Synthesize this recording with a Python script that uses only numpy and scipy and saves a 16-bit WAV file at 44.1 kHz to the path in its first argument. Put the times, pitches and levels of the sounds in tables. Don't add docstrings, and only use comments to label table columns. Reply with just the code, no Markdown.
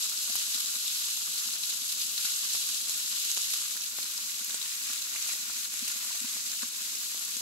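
import sys
import numpy as np
from scipy import signal
from scipy.fft import rfft, irfft, next_fast_len
from scipy.io import wavfile

SR = 44100
rng = np.random.default_rng(int(sys.argv[2]) if len(sys.argv) > 2 else 0)


def elevation(decibels):
    levels = np.asarray(decibels, float)
    return 10 ** (levels / 20)


def store_pcm(level_fs):
    pcm = np.round(np.clip(level_fs, -1, 1) * 32767).astype(np.int16)
    wavfile.write(sys.argv[1], SR, np.atleast_2d(pcm).T)


N = 326781
FFT_SIZE = next_fast_len(N + 4096)
RIGHT_LAG_SAMPLES = 184
RIGHT_SHADE_DB = -8
SPIT_S = 0.0093
BOWL_HZ, BOWL_T60_S = 239, 0.035

# time in seconds, level in dB.
HEAT = [(0, -39), (.5, -40), (1.2, -40.5), (1.85, -40), (2.15, -41), (2.45, -39.5), (2.95, -40),
        (3.4, -39.5), (3.8, -41.5), (4.5, -41.5), (5.2, -40.5), (5.6, -41), (6.1, -41), (6.6, -41),
        (7.41, -41.5)]
# time in seconds, lift in dB, length in seconds.
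SURGES = [(0.14, -4.5, 0.2), (0.348, 2.5, 0.13), (0.486, -0.5, 0.13), (0.544, 4, 0.042), (0.609, 2, 0.088),
          (0.813, -1.5, 0.05), (0.982, 2, 0.3), (1.596, -5, 0.064), (1.706, 3.5, 0.099), (1.816, -4, 0.33),
          (1.905, 5, 0.029), (2.02, 9, 0.042), (2.11, -0.5, 0.118), (2.252, 3.5, 0.17), (2.554, 1.5, 0.067),
          (2.86, -4.5, 0.094), (2.9, 6, 0.029), (3.038, -1.5, 0.1), (3.307, 3.5, 0.03), (3.462, -3.5, 0.18),
          (3.542, 3.5, 0.23), (3.92, -4, 0.058), (3.991, 2, 0.05), (5.07, -3, 0.12), (5.3, 5, 0.063),
          (5.454, -4, 0.1), (5.69, -6.5, 0.074), (5.913, 1, 0.091), (6.438, -3.5, 0.09), (6.715, -5, 0.094)]
# time in seconds, lift in dB.
SPITS = [(0.065, 2.2), (0.541, 3), (0.605, 8.5), (0.755, 0), (0.885, 2), (1.703, 2), (1.924, 8), (2.254, 6),
         (2.555, 0), (2.896, 1), (3.251, 5), (3.504, 7), (3.54, 8), (3.841, 5), (3.989, -1), (4.117, 4),
         (4.259, 3), (4.446, -1), (4.624, 0), (4.935, 5), (5.021, 4), (5.293, 2), (5.653, 6), (5.736, -1),
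         (5.793, 4), (5.882, 9), (6.465, 6), (6.535, 1), (7.118, 0), (7.25, -3)]
# time in seconds, lift in dB.
RIM = [
    (0, -0.5),
    (1.3, -0.5),
    (2.3, -1),
    (3.6, 0),
    (4.5, 3),
    (5.3, 4),
    (7.41, 1),
]
# frequency in Hz, left in dB per Hz, right in dB per Hz.
BODY = [(30, -33.5, -34.5), (59.4, -28, -23.5), (96, -17.5, -17), (129, -22.5, -27), (170, -17.5, -18.5),
        (230, -14, -14.5), (307, -17.5, -18.5), (398, -26, -21.5), (489, -22, -23.5), (592, -13.5, -13),
        (696, -24, -22.5), (870, -15.5, -21.5), (1193, -10, -12), (1360, -7, -10.5)]
# frequency in Hz, left in dB per Hz, right in dB per Hz.
PORTS = [(2130, -11.5, -8), (2740, -2.5, -3), (3240, -3.5, -3), (3730, 0, -1.5), (5170, -0.5, -0.5),
         (5800, -6.5, -2.5), (6220, -2, 1), (8050, 0.5, -6), (9800, -14, -8.5), (9840, -6, -13),
         (10940, -2, -4.5), (11600, 3, -3), (12760, -7.5, -11), (14900, -11, -8.5)]
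# frequency in Hz, width in Hz, lift in dB.
BARS = [
    (590, 92, -4.5),
    (710, 26, 5.5),
    (1030, 28, 7.5),
    (1151, 56, 6.5),
    (1422, 92, 5),
    (1606, 21, 5.5),
    (4050, 300, 3),
]
# start in seconds, left in dB, right in dB, ring in Hz.
POPS = [(0.0431, -11, -15, 6500), (0.3557, -1, -6, 11800), (0.3618, -17, -13, 6590),
        (0.5453, -19, -21, 4150), (0.7551, -14, -25, 4000), (0.9584, -32, -20, 6500),
        (1.3803, -49, -15, 4470), (1.6346, -11, -13, 4070), (1.7061, -18, -21, 3930),
        (1.9243, -11, -14, 10720), (2.1788, -10, -14, 4120), (2.2492, -23, -16, 7150),
        (2.5326, -10, -8, 7400), (2.6924, -18, -26, 4060), (2.7454, -12, -21, 7190),
        (2.8835, -11, -20, 10590), (2.8961, -27, -19, 7750), (3.2596, -17, -20, 7240),
        (3.3111, -28, -6.5, 6250), (3.3748, -11, -7, 6980), (3.4145, -12, -10, 7000),
        (3.5378, -10, -23, 11370), (3.8056, -20, -13, 5930), (4.0292, -14, -56, 4130),
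        (4.5443, -8, -12, 7600), (4.6152, -15, -18, 3900), (5.2898, -20, -16, 6700),
        (5.3324, -10, -24, 7800), (5.7929, -17, -20, 7970), (5.9169, -11, -14, 6930)]
# start in seconds, left in dB, ring in Hz.
LEFT_POPS = [(0.8795, -13, 3600), (1.173, -19, 3700), (1.8947, -17, 5170), (2.016, -12, 4830),
             (2.0674, -15, 6590), (2.317, -24, 4950), (2.549, -20, 7670), (2.9764, -7, 11630),
             (3.3634, -16, 3800), (3.9865, -19, 11460), (4.446, -6, 11840), (4.495, -15, 6800),
             (4.507, -14.5, 3830), (4.6273, -14, 4050), (4.9345, -13, 11370), (5.0201, -15, 4050),
             (5.736, -14, 11540), (5.88, -15, 5440), (6.2029, -10, 7900), (6.6223, -16.5, 4070),
             (7.0425, -20, 4390), (7.117, -18, 7920), (7.25, -9, 10810), (7.3682, -10, 7240)]
# start in seconds, peak in dB, ring in Hz.
LEFT_CRACKLES = [(0.0581, -32, 1290), (0.1323, -30, 1300), (0.5349, -38.0, 1650), (0.5765, -40, 1030),
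                 (0.6027, -41, 503), (1.1736, -35, 1030), (1.2085, -36, 1030), (1.2725, -36.0, 1030),
                 (1.9234, -36, 1300), (2.1448, -51, 710), (2.2486, -26, 1660), (2.6983, -38.0, 1300),
                 (3.3871, -43, 1030), (3.5369, -32, 710), (3.7561, -33, 1310), (3.7659, -32, 1620),
                 (4.3154, -60, 1650), (4.398, -42, 500), (4.6162, -32, 1300), (5.0709, -28, 1320),
                 (5.1571, -33, 1300), (5.288, -28.5, 710), (5.3593, -43, 500), (5.7351, -39, 1300),
                 (5.7898, -40.0, 1650), (6.5482, -31, 1650), (7.2302, -34, 1300), (7.2808, -30, 1650)]
# start in seconds, peak in dB, ring in Hz.
RIGHT_CRACKLES = [(0.0577, -35, 1030), (0.4707, -37, 1030), (0.5363, -41.0, 1300), (1.6337, -31.5, 2110),
                  (1.8351, -32, 1300), (2.2489, -29, 1290), (3.3339, -48, 500), (3.7561, -40, 494),
                  (4.0276, -47, 710), (4.395, -41.0, 2100), (4.7181, -42, 1650), (4.841, -38.0, 1650),
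                  (5.0649, -48, 1650), (5.1576, -18, 2100), (5.4965, -35.5, 1300), (5.7356, -41, 1030),
                  (5.9534, -37, 710), (6.1268, -35, 2100), (6.6281, -38, 490), (6.952, -33, 2100),
                  (6.9773, -52, 1650), (7.0149, -41, 2100), (7.1745, -43, 2100), (7.2806, -37, 1650)]
# start in seconds, left in dB, right in dB, ring in Hz.
DRIPS = [(0.0587, -33, -46, 1340), (0.1183, -28, -35, 1360), (0.2773, -32, -31, 1110),
         (0.578, -33, -35, 1250), (0.7657, -30, -44, 1370), (1.1741, -32, -57, 1180),
         (1.273, -34, -32, 1210), (1.4849, -34, -28, 1390), (1.5541, -32, -40, 1590),
         (2.2497, -30, -35, 1460), (3.3, -38, -44, 1570), (3.3876, -32, -52, 1270),
         (3.5601, -30, -34, 1340), (3.7667, -27, -28, 1680), (4.4268, -43, -77, 1640),
         (4.4829, -46, -48, 1680), (4.4953, -56, -33, 1510), (4.6552, -47, -24, 1940),
         (4.9002, -29, -43, 1320), (5.0713, -47, -44, 1290), (5.1495, -30, -35, 1170),
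         (5.2614, -29, -31, 1360), (5.2887, -38, -39, 1510), (5.4972, -25, -32, 1390),
         (5.7359, -63, -34, 1240), (6.0465, -31, -31, 1380), (6.5307, -28, -30.5, 1670),
         (6.6203, -28, -30, 1620), (6.6283, -26, -21, 1590), (7.2815, -39, -35, 1460)]
# start in seconds, peak in dB, ring in Hz.
LEFT_TICKS = [(0.0968, -14, 4100), (0.1744, -15, 5200), (0.2018, -20.0, 11400), (0.2755, -16, 7800),
              (0.424, -21, 5200), (0.4663, -22, 4100), (0.5451, -18, 4000), (0.6033, -17.0, 11400),
              (0.6596, -17, 4100), (0.7349, -20, 7800), (0.7977, -26, 6600), (1.3392, -25, 5200),
              (1.3796, -16.5, 4100), (1.4771, -20.0, 5200), (1.5345, -18, 4100), (1.5539, -23, 11400),
              (1.7056, -18.0, 4130), (2.125, -25, 7800), (2.2492, -22, 3000), (2.5503, -16.0, 7800),
              (2.5715, -15, 6600), (2.896, -9, 6600), (3.0022, -16, 7800), (3.3048, -18.0, 7800),
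              (3.5376, -17.0, 5200), (3.7101, -15, 7800), (3.7195, -30, 7800), (3.8411, -20.0, 5200),
              (4.178, -13, 5150), (4.2586, -31, 11400), (4.354, -29, 5200), (4.4642, -21.0, 7800),
              (4.4947, -23, 5200), (4.5069, -31, 4100), (4.655, -21.0, 3040), (4.9578, -21.0, 4100),
              (4.9782, -18, 4100), (5.0673, -23, 5200), (5.2687, -28, 4100), (5.2893, -19.0, 7800),
              (5.5888, -21.0, 6600), (5.6449, -19, 4100), (5.8492, -22, 4100), (6.1512, -24, 4100),
              (6.3387, -15, 11400), (6.4053, -19, 5200), (6.5332, -24, 7800), (6.5582, -28, 5200),
              (6.9919, -21.0, 4100), (7.0038, -22.0, 4100), (7.0427, -24, 4100), (7.1167, -21, 7800),
              (7.1745, -24, 6600), (7.1964, -18, 11400), (7.3178, -23, 3030)]
# start in seconds, peak in dB, ring in Hz.
RIGHT_TICKS = [(0.4235, -14, 5200), (0.451, -19.0, 4100), (0.5453, -14, 5200), (0.7351, -25, 4100),
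               (0.7551, -20.0, 7800), (0.9708, -22, 5150), (1.0375, -20.0, 3050), (1.0982, -19.0, 6600),
               (1.535, -21.0, 5240), (1.698, -18, 11400), (1.8843, -24, 5200), (1.9145, -18.0, 6600),
               (2.067, -18, 5200), (2.2837, -20, 3020), (2.3164, -16, 4100), (2.358, -15, 6600),
               (2.4456, -25, 6650), (2.4887, -27, 6600), (2.501, -19, 6600), (2.5503, -16.0, 7800),
               (2.6412, -26, 4100), (2.6856, -13, 6600), (2.7451, -21.0, 6600), (2.783, -21.0, 5200),
               (2.8089, -16, 4080), (2.883, -21.0, 5200), (2.9418, -16, 6600), (3.0949, -24, 5200),
               (3.2596, -26, 6600), (3.364, -20, 3000), (3.4241, -18, 6600), (3.4409, -22.0, 2980),
               (3.539, -19.0, 4100), (3.6, -18, 6600), (3.6203, -23, 3000), (3.6703, -27, 6600),
               (3.761, -30, 11400), (3.7701, -20, 4100), (4.029, -17, 6600), (4.039, -19, 6600),
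               (4.1157, -32, 2950), (4.293, -18, 7800), (4.3541, -22.0, 7800), (4.7123, -23.0, 4100),
               (4.9344, -25, 3000), (5.2209, -12.5, 6600), (5.3324, -22.0, 6600), (5.7356, -17, 6600),
               (5.8492, -20, 7800), (6.1513, -13, 6600), (6.4598, -19, 6600), (6.5143, -20, 5200),
               (6.5337, -18, 6560), (6.6822, -16, 7800), (6.9512, -15, 5200)]
# start in seconds, peak in dB.
BOOMS = [(0.294, -46), (0.549, -50), (0.758, -50), (1.468, -50), (1.489, -51), (1.818, -55), (2.244, -53),
         (2.467, -65), (2.664, -56), (2.711, -59), (4.561, -58), (4.698, -62), (4.896, -50), (5.497, -54),
         (5.53, -58), (5.822, -39.5), (5.954, -52), (6.068, -53), (6.213, -45), (6.241, -38), (6.351, -50),
         (6.628, -39.5), (6.645, -50), (7.362, -49)]
# start in seconds, peak in dB, ring in Hz, left-right in dB.
KNOCKS = [(0.297, -45, 694, 7), (0.742, -52, 515, 3.5), (2.246, -60, 930, -0.5), (4.182, -49, 960, 7),
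          (4.568, -70, 560, -8), (5.136, -55, 990, 24), (5.287, -50, 1005, 12), (6.107, -41.5, 1000, 11),
          (6.146, -47.5, 696, 5), (6.245, -42, 980, 8), (6.627, -44, 576, 2), (6.631, -34, 1120, 6),
          (7.359, -53, 500, -2)]
# start in seconds, peak in dB, ring in Hz, left-right in dB.
SPATTERS = [
    (5.1612, -27, 2740, -6),
    (5.217, -33, 2440, 1),
    (5.296, -32, 2500, -6),
    (5.3294, -35, 1950, -4),
    (5.741, -36, 2900, -10),
    (5.8736, -28, 2800, -2),
    (5.89, -44, 2790, -3),
]
# start in seconds, peak in dB, push +1 or pull -1.
LEFT_SPLATS = [(.355, -21, 1), (2.1464, -34, 1), (2.5506, -22, 1), (2.8944, -29, 1), (3.3744, -20, -1),
               (3.5377, -35, 1), (3.9866, -20.5, 1), (4.3992, -35, 1), (4.5445, -21.5, 1), (5.3602, -33, 1),
               (6.3685, -26.5, 1), (7.1478, -28, 1), (7.2137, -34, 1), (3.8056, -36, 1), (6.992, -42, 1),
               (1.0525, -40, 1)]
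# start in seconds, peak in dB, push +1 or pull -1.
RIGHT_SPLATS = [
    (1.174, -41, -1),
    (1.273, -37, -1),
    (1.555, -32, -1),
    (3.9868, -33, -1),
    (4.0294, -30.5, -1),
    (4.1859, -32, -1),
    (4.4953, -31, -1),
    (5.3328, -29, -1),
]


def rms_one(x):
    return x / np.sqrt(np.mean(x ** 2) + 1e-20)


def drift(rate_hz):
    pole = np.exp(-80 * np.pi * rate_hz / SR)
    noise = rng.standard_normal(N // 40 + 2002)
    slow = signal.lfilter([1], [1, -2 * pole, pole * pole], noise)[2000:]
    return np.interp(np.arange(N) / 40, np.arange(len(slow)), rms_one(slow))


def in_time(rows):
    return np.interp(np.arange(N) / SR, *np.transpose(rows))


def surging():
    t = np.arange(0, N, 64) / SR
    rows = list(SURGES) + [(s, lift_db, SPIT_S) for s, lift_db in SPITS]
    bumps_db = sum(lift_db * np.exp(-(1.96 * (t - s) / length_s) ** 2) for s, lift_db, length_s in rows)
    return np.interp(np.arange(N) / SR, t, bumps_db)


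def follow(level_db, heat, surge, rim, flicker_db):
    heat_db = in_time(HEAT)
    swing_db = heat * (heat_db - heat_db.mean()) + surge * surging() + rim * in_time(RIM)
    flicker = 0.18 * drift(4.4) + 0.64 * drift(28) + 0.55 * np.array([drift(36), drift(35)])
    return elevation(heat_db.mean() + level_db + swing_db + flicker_db * flicker)


def causal(gain):
    cepstrum = irfft(np.log(gain + 1e-9), FFT_SIZE)
    cepstrum[..., 1:FFT_SIZE // 2] *= 2
    cepstrum[..., FFT_SIZE // 2 + 1:] = 0
    return np.exp(rfft(cepstrum))


def grill_colour(hz):
    table = np.array([*BODY, *PORTS], float)
    colour = elevation([np.interp(np.log(hz), np.log(table[:, 0]), table[:, side]) for side in (1, 2)])
    for bar_hz, width_hz, lift_db in BARS:
        colour = colour * elevation(lift_db / (1 + (2 * (hz - bar_hz) / width_hz) ** 2))
    return colour


def sizzle(per_s, size_db, cycles, spread_samples, clump_db, hiss_db, near_db):
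    chance = rng.random(N)
    clumping = .15 * drift(14) + .9 * drift(90)
    born = np.flatnonzero(chance < per_s * elevation(clump_db * clumping) / SR)
    size_luck, sign_luck, pitch_luck, near_luck = rng.random((N, 4))[born].T
    sizes = elevation(size_db * np.minimum(-np.log(size_luck), 4.0)) * np.sign(sign_luck - .5)
    path = np.round(spread_samples * rng.standard_normal(N)[born]).astype(int)
    late = np.clip(born + RIGHT_LAG_SAMPLES + path, 0, N - 1)
    nearer = elevation(near_db * (near_luck - .5))

    hz = np.arange(FFT_SIZE // 2 + 1) * SR / FFT_SIZE + 1e-3
    pitches_hz = np.geomspace(500, 15000, 14)
    pitch_class = (np.sqrt(pitch_luck) * len(pitches_hz)).astype(int)
    total, power = 0, 0
    for k, pitch_hz in enumerate(pitches_hz):
        mine = pitch_class == k
        left = np.bincount(born[mine], (sizes * nearer)[mine], N)
        right = np.bincount(late[mine], (sizes / nearer)[mine], N)
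        bubble = 1 / (1 + 1j * cycles * (hz / pitch_hz - pitch_hz / hz))
        total = total + rfft([left, right], FFT_SIZE) * bubble
        power = power + (2 * k + 1) * abs(bubble) ** 2

    colour = grill_colour(hz)
    bursts = rms_one(irfft(total * causal(colour / np.sqrt(power)), FFT_SIZE)[:, :N])
    far = rng.standard_normal((2, FFT_SIZE))
    hiss = rms_one(irfft(rfft(far) * colour * np.clip(hz / 3500, 0, 1), FFT_SIZE)[:, :N])
    return rms_one(bursts + elevation(hiss_db) * hiss)


def below(x, hz):
    return signal.sosfiltfilt(signal.butter(4, hz, fs=SR, output="sos"), x)


def frying():
    x = sizzle(per_s=9000, size_db=2.0, cycles=1.75, spread_samples=7.0, clump_db=1.6, hiss_db=-8, near_db=6.0)
    to_850, to_2300, to_5500, to_9000, to_13000 = [below(x, hz) for hz in (850, 2300, 5500, 9000, 13000)]
    sputter = follow(level_db=3.04, heat=0.9, surge=0.57, rim=0.33, flicker_db=1.9) * (to_2300 - to_850)
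    body = follow(level_db=7.5, heat=1.86, surge=0.57, rim=-0.4, flicker_db=0.98) * (to_5500 - to_2300)
    sheen = follow(level_db=10.6, heat=1.6, surge=0.35, rim=0.039, flicker_db=0.41) * (to_9000 - to_5500)
    fizz = follow(level_db=10, heat=1.6, surge=0.52, rim=-0.3, flicker_db=0.32) * (to_13000 - to_9000)
    rim_band = signal.butter(2, [1800, 2600], "band", fs=SR, output="sos")
    rim = (elevation(in_time(RIM)) - 1) * signal.sosfiltfilt(rim_band, sputter + body)
    deep = below(x, 130)
    rumble = elevation(-33.0 + 1.0 * drift(9.1)) * (to_850 - deep)
    stirring = elevation(-34.0 + 1.9 * drift(4.5)) * deep
    return rumble + stirring + sputter + body + rim + sheen + fizz


def vapour(level_db=-39.5, heat_share=0.34, edge_hz=13100, flutter_db=0.7, grain_db=1.8):
    heat_db = in_time(HEAT) + surging()
    grain = np.array([drift(180), drift(180)])
    swing_db = heat_share * (heat_db - heat_db.mean())
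    gain = elevation(level_db + swing_db + flutter_db * drift(20) + grain_db * grain)
    high_pass = signal.butter(6, edge_hz, "high", fs=SR, output="sos")
    return gain * signal.sosfilt(high_pass, rng.standard_normal((2, N)))


def pop(left_db, right_db, hz, cycles=5.1, crack=0.95, trim_db=-5):
    t = np.arange(400) / SR
    fade = np.exp(-t * hz / cycles) * (1 - np.exp(-t * hz * 3))
    band = signal.butter(2, [3000, 11500], "band", fs=SR, output="sos")
    noise = signal.sosfilt(band, rng.standard_normal((2, 400)))
    wave = np.sin(2 * np.pi * hz * t) + crack * noise
    return elevation([[left_db + trim_db], [right_db + trim_db]]) * fade * wave


def crackle(peak_db, hz, far_db=-8, thin_db=-6):
    near_db = peak_db + thin_db * (hz < 800)
    return drip(near_db, near_db + far_db, hz, cycles=1.6, second=0.36, trim_db=-2.0)


def drip(left_db, right_db, hz, cycles=1.9, second=0.28, trim_db=-2.0):
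    t = np.arange(1200) / SR
    phase = rng.uniform(0, 2 * np.pi, (2, 1))
    fade = np.exp(-t * hz / cycles) * (1 - np.exp(-t * hz * 3))
    wave = np.sin(2 * np.pi * hz * t) + second * np.sin(2 * np.pi * 0.72 * hz * t + phase)
    return elevation([[left_db + trim_db], [right_db + trim_db]]) * fade * wave


def tick(peak_db, hz, far_db=-9):
    return pop(peak_db, peak_db + far_db, hz, cycles=3.5, crack=1.44, trim_db=-3.0)


def boom(peak_db, swell_s=0.0053, trim_db=6.5):
    t = np.arange(3000) / SR
    fade = elevation(-60 * t / BOWL_T60_S) * (1 - np.exp(-(t / swell_s) ** 2)) * 2
    return elevation(peak_db + trim_db) * fade * np.sin(2 * np.pi * BOWL_HZ * t) * np.ones((2, 1))


def knock(peak_db, hz, pan_db):
    return drip(peak_db + pan_db / 2, peak_db - pan_db / 2, hz, cycles=6.0, second=0.16, trim_db=-1.5)


def splat(peak_db, way, push_s=.000085, creep_s=.00045):
    t = np.arange(-20, 600) / SR
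    push = np.exp(-.5 * (t / push_s) ** 2)
    keep = np.exp(-1 / (creep_s * SR))
    return elevation(peak_db) * np.sign(way) * signal.lfilter([1, -1], [1, -keep], push) * [[1], [0]]


def place(rows, shape):
    out = np.zeros((2, N + 4000))
    for row in rows:
        at = int(row[0] * SR)
        pair = shape(*row[1:])
        late = at + RIGHT_LAG_SAMPLES
        out[0, at:at + pair.shape[1]] += pair[0]
        out[1, late:late + pair.shape[1]] += pair[1]
    return out[:, :N]


def either_port(left_rows, right_rows, shape):
    return place(left_rows, shape) + place(right_rows, lambda *row: shape(*row)[::-1])


def scene():
    bed = frying() + vapour()
    lesser = [(s, left_db, left_db + RIGHT_SHADE_DB, hz) for s, left_db, hz in LEFT_POPS]
    pops = place([*POPS, *lesser], pop) + either_port(LEFT_TICKS, RIGHT_TICKS, tick)
    pops = signal.sosfilt(signal.butter(8, 12400, fs=SR, output="sos"), pops)
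    crackles = either_port(LEFT_CRACKLES, RIGHT_CRACKLES, crackle)
    drips = place(DRIPS, drip) + place([*KNOCKS, *SPATTERS], knock)
    booms = np.roll(place(BOOMS, boom), -90, axis=1)
    splats = np.roll(either_port(LEFT_SPLATS, RIGHT_SPLATS, splat), -20, axis=1)
    return bed + pops + crackles + drips + booms + splats


def band_limit(x):
    return signal.sosfilt(signal.butter(12, 17020, fs=SR, output="sos"), x)


def record(dry):
    rounded = .3 * np.tanh(dry / .3)
    top_cut = signal.ellip(12, .5, 70, 15730, fs=SR, output="sos")
    return band_limit(signal.sosfilt(top_cut, rounded))


dry = scene()
out = record(dry)
store_pcm(out)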